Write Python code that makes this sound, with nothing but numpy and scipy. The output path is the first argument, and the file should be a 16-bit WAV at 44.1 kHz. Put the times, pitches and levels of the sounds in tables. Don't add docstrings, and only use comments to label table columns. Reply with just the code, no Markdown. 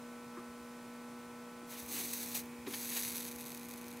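import sys
import numpy as np
from scipy import signal
from scipy.fft import rfft, irfft
from scipy.io import wavfile
from scipy.ndimage import uniform_filter1d

SR = 44100
rng = np.random.default_rng(int(sys.argv[2]) if len(sys.argv) > 2 else 0)


def dump(signal):
    limited = np.clip(np.atleast_2d(signal).T, -1, 1)
    pcm = np.round(limited * 32767).astype(np.int16)
    wavfile.write(sys.argv[1], SR, pcm)


N = 176400
T = np.arange(N) / SR

# t/s, level/dB
FIRST_BOIL = [(1.665, -70), (1.705, -46), (1.765, -52), (1.79, -44), (1.83, -50), (1.872, -54),
              (1.889, -46), (1.95, -39.5), (1.99, -38), (2.06, -42), (2.2, -42.5), (2.342, -45.5),
              (2.352, -35), (2.378, -36.5), (2.407, -43), (2.424, -57), (2.48, -76)]
SECOND_BOIL = [(2.66, -76), (2.675, -51), (2.74, -43), (2.79, -45), (2.9, -40.5), (2.945, -40.5),
               (2.975, -35.5), (3.0, -40.5), (3.06, -40.5), (3.11, -41), (3.16, -41.5), (3.24, -45.5),
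               (3.35, -50), (3.56, -51), (3.65, -54.5), (3.73, -51.5), (3.82, -58), (4.0, -60.5)]
# t/s, rate/(pops per s)
POP_RATE = [(1.7, 4800), (2.0, 7100), (2.28, 3100), (2.36, 8600), (2.45, 1800), (2.7, 2800), (2.97, 5200),
            (3.05, 2030), (3.3, 800), (3.6, 400), (3.95, 140)]
# f/Hz, level/dB
FIRST_COLOUR = [(200, -21), (900, -3.5), (1500, -9), (2200, -4), (3500, -2), (4400, -2), (5200, -1.5),
                (5800, -0.5), (6600, 1), (7200, -3), (7700, 2), (8300, -5), (9700, 5), (10300, -5.5),
                (11300, 5.5), (12100, 1), (13000, -4), (13700, 8), (14500, -4), (15600, 0.5)]
SECOND_COLOUR = [(200, -18), (900, -7.5), (1500, -8.5), (2200, -3.5), (3500, -2), (4600, -1), (5250, -2.5),
                 (5800, -1.5), (6800, 1.5), (7200, -5.5), (7950, 2), (8500, -14), (9000, 5.5), (9600, -5),
                 (10900, 4), (12000, 6), (12650, -3), (13100, -4), (13900, 3), (14600, -4), (15600, -2.5)]
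# delay/ms, share of the direct sound
NEAR_ECHOES = [(0.483, 0.33), (0.782, 0.075)]
# t/s, relative level/dB
SPITS = [(1.8624, -34), (2.4374, -38), (2.4578, -41), (2.828, -29), (3.0134, -25), (3.0244, -25),
         (3.0344, -23), (3.252, -28), (3.3613, -32), (3.4116, -32), (3.4615, -34), (3.5209, -34),
         (3.5478, -32), (3.5564, -35), (3.5753, -34), (3.6865, -35), (3.7124, -33), (3.7214, -35),
         (3.7374, -37), (3.7848, -38), (3.8432, -37), (3.8826, -37), (3.9165, -38), (3.937, -38),
         (3.9424, -45)]
# t/s, length/s, level/dB
SCRAPES = [(1.7, .12, -58), (1.929, 0.092, -54.5), (2.664, 0.016, -50), (2.704, 0.011, -57),
           (2.732, 0.019, -45), (2.917, 0.012, -50.5), (2.959, .03, -45)]
# f/Hz, level/dB
SCRAPE_COLOUR = [(200, -18), (600, -10), (950, 3), (1300, -8), (1750, 4.5), (3500, 2), (6000, -8),
                 (15000, -21)]
# t/s, length/s, level/dB, tilt/(dB per octave)
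BUMPS = [(.36, .04, -49.5, 3.5), (1.62, .02, -55, -4), (1.87, .2, -56.5, -6), (2.668, .017, -41, -6),
         (2.692, .05, -54.5, -6)]
# f/Hz, width/Hz, level/dB
STAND_MODES = [(285, 45, -1), (362, 45, 0), (1100, 55, -4), (1195, 55, -5), (1490, 60, -15)]
# t/s, level/dB
THUDS = [(.48, -60), (.605, -61), (1.26, -66), (1.82, -57), (2.58, -58), (3.35, -56.5)]
# multiple of the mains, early level/dB, late level/dB
HUM_HARMONICS = [(3, -72, -73), (4, -52, -51), (5, -73, -69), (6, -69, -66), (8, -59, -59), (10, -68, -70),
                 (11, -72, -80), (13, -76, -72), (14, -67, -67), (15, -77, -73), (16, -68, -71),
                 (17, -65, -67), (19, -68, -69), (22, -62, -74), (23, -89, -74), (25, -66, -72),
                 (30, -76, -74), (31, -75, -79), (32, -78, -75), (34, -76, -75), (36, -74, -73),
                 (38, -77, -70), (40, -74, -71), (42, -78, -71), (43, -75, -76)]
# f/Hz, level/dB
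EARLY_AIR = [(20, 15), (45, -41), (70, -12), (130, -0.5), (350, -3.5), (600, -5), (1000, -7), (1700, -10.5),
             (2500, -13), (3300, -14.5), (5000, -17), (9500, -18), (15500, -24.5)]
LATE_AIR = [(20, -15), (45, -17), (70, -5), (130, -0.5), (350, -2.5), (600, -7), (1000, -8.5), (1700, -11),
            (2500, -12), (3300, -16), (5000, -18), (9500, -18), (15500, -22.5)]
# f/Hz, level/dB
SIDE_AIR = [(25, -10), (70, -5), (200, -12), (500, 2), (1100, -22), (2500, -18), (5000, -6), (15500, -12)]

SIZE_SPREAD_DB, SIZE_LIMIT = 4.5, 2.2
STEAM_DB, SURGE_DB, SURGE_HZ = -11, 1.1, 30
FLARE_S, FLARE_WIDTH_S, FLARE_DB = 2.137, .006, 7
SPIT_GAIN_DB, SPIT_DECAY_S = 7.5, .0005
CHANGE_S, CHANGE_LENGTH_S = 1.83, .19
ROOM_DB, ROOM_SIDE_DB, AIR_SIDE_DB, HUM_SIDE_DB = -16, -33.5, -71, -49


def boiling_flux(boil, colour):
    times, db = np.transpose(boil)
    start, end = times[0], times[-1]
    chance = np.interp(T, *np.transpose(POP_RATE)) / SR
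    sizes = amp(SIZE_SPREAD_DB * np.minimum(rng.exponential(1, N), SIZE_LIMIT))
    pops = unit(sizes) * (rng.random(N) < chance) / np.sqrt(chance)
    pops -= uniform_filter1d(pops, size=201)
    flare_db = FLARE_DB * np.exp(-((T - FLARE_S) / FLARE_WIDTH_S) ** 2)
    level_db = np.interp(T, times, db) + flare_db + SURGE_DB * drift(SURGE_HZ)
    steam = amp(STEAM_DB) * rng.standard_normal(N)
    boiling = (pops + steam) * amp(level_db) * (T > start) * (T < end)
    return through(boiling + spits(start, end), bubble_pop(colour))


def bubble_pop(colour):
    click = impulse(colour)
    hz = np.fft.rfftfreq(len(click), 1 / SR)
    echoes = sum(share * np.exp(-2j * np.pi * hz * ms / 1000) for ms, share in NEAR_ECHOES)
    return -unit_energy(irfft(rfft(click) * (1 + echoes)))


def spits(start, end):
    out, t = np.zeros(N), T[:SR // 200]
    for s, db in SPITS:
        if start < s < end:
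            spray = rng.standard_normal(len(t)) * np.exp(-t / SPIT_DECAY_S)
            add(out, s, amp(db + SPIT_GAIN_DB) * unit_energy(spray))
    return out


def tip_scrapes():
    friction = np.zeros(N)
    for s, length, db in SCRAPES:
        add(friction, s, amp(db) * unit(puff(length)))
    return through(friction, impulse(SCRAPE_COLOUR))


def stand_bumps(low_cut_hz=186):
    out, t = np.zeros(N), T[:SR // 5]
    for s, length, db, tilt_db in BUMPS:
        ring = np.zeros(len(t))
        for hz, width, mode_db in STAND_MODES:
            gain = amp(mode_db + tilt_db * np.log2(hz))
            ring += gain * np.exp(-np.pi * width * t) * np.sin(2 * np.pi * hz * t)
        bump = signal.fftconvolve(puff(length), low_cut(ring, low_cut_hz, order=2))
        add(out, s, amp(db) * np.sqrt(length * SR) * unit_energy(bump))
    return out


def bench_thuds(hz=78, rise_s=.011):
    out, t = np.zeros(N), T[:SR // 5]
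    thud = t / rise_s * np.exp(1 - t / rise_s) * np.sin(2 * np.pi * hz * t)
    for s, db in THUDS:
        add(out, s, amp(db) * thud)
    return out


def workshop_tail(x, t60_s=.17):
    t = T[:SR // 2]
    reflections = rng.standard_normal(len(t)) * (rng.random(len(t)) < .15) * (t > .001)
    return through(x, unit_energy(reflections * amp(-60 * t / t60_s)))


def mains_hum(late, mains_hz=60.02, waver_db=.72):
    out = np.zeros(N)
    for multiple, early_db, late_db in HUM_HARMONICS:
        level_db = early_db + (late_db - early_db) * late + waver_db * drift(rate_hz=2.8)
        cycles = multiple * mains_hz * T + rng.random()
        out += np.sqrt(2) * amp(level_db) * np.sin(2 * np.pi * cycles)
    return out


def room_air(late, early_db=-54.5, late_db=-55.5):
    early_air = amp(early_db) * np.sqrt(1 - late) * noise(EARLY_AIR)
    return early_air + amp(late_db) * np.sqrt(late) * noise(LATE_AIR)


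def amp(db):
    return 10 ** (np.asarray(db) / 20)


def unit(x):
    return x / np.sqrt(np.mean(x ** 2) + 1e-20)


def unit_energy(x):
    return x / np.linalg.norm(x)


def add(mix, s, sound):
    part = mix[max(round(s * SR), 0):][:len(sound)]
    part += sound[:len(part)]


def impulse(colour, size=4096):
    hz, db = np.transpose(colour)
    bin_hz = abs(np.fft.fftfreq(size, 1 / SR))
    log_gain = np.log(amp(np.interp(np.log(bin_hz + 1), np.log(hz), db)))
    spectrum = np.exp(np.conj(signal.hilbert(log_gain)))
    return unit_energy(np.fft.ifft(spectrum).real[:size // 2])


def through(x, response):
    return signal.fftconvolve(x, response)[:len(x)]


def low_cut(x, hz, order):
    return signal.lfilter(*signal.butter(order, hz, "highpass", fs=SR), x)


def noise(colour):
    return unit(through(rng.standard_normal(N), impulse(colour)))


def drift(rate_hz):
    rolloff = 1 + (np.fft.rfftfreq(N, 1 / SR) / rate_hz) ** 4
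    return unit(irfft(rfft(rng.standard_normal(N)) / rolloff, N))


def puff(length):
    arch = np.sqrt(np.maximum(np.sin(np.pi * T / length), 0))
    return (rng.standard_normal(N) * arch)[:int(length * SR)]


def scene():
    late = np.clip(.5 + (T - CHANGE_S) / CHANGE_LENGTH_S, 0, 1)
    flux = boiling_flux(FIRST_BOIL, FIRST_COLOUR) + boiling_flux(SECOND_BOIL, SECOND_COLOUR)
    near = flux + tip_scrapes() + stand_bumps() + bench_thuds()
    hum = mains_hum(late)
    mid = near + amp(ROOM_DB) * workshop_tail(near) + room_air(late) + hum
    side = amp(ROOM_SIDE_DB) * workshop_tail(near)
    side += amp(AIR_SIDE_DB) * noise(SIDE_AIR) - amp(HUM_SIDE_DB) * hum
    return np.array([mid + side, mid - side])


def record(dry):
    band_limit = signal.firwin(1023, cutoff=15780, window=("kaiser", 9), fs=SR)
    return signal.oaconvolve(low_cut(dry, hz=38, order=3), band_limit[None], "same")


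dry = scene()
out = record(dry)
dump(out)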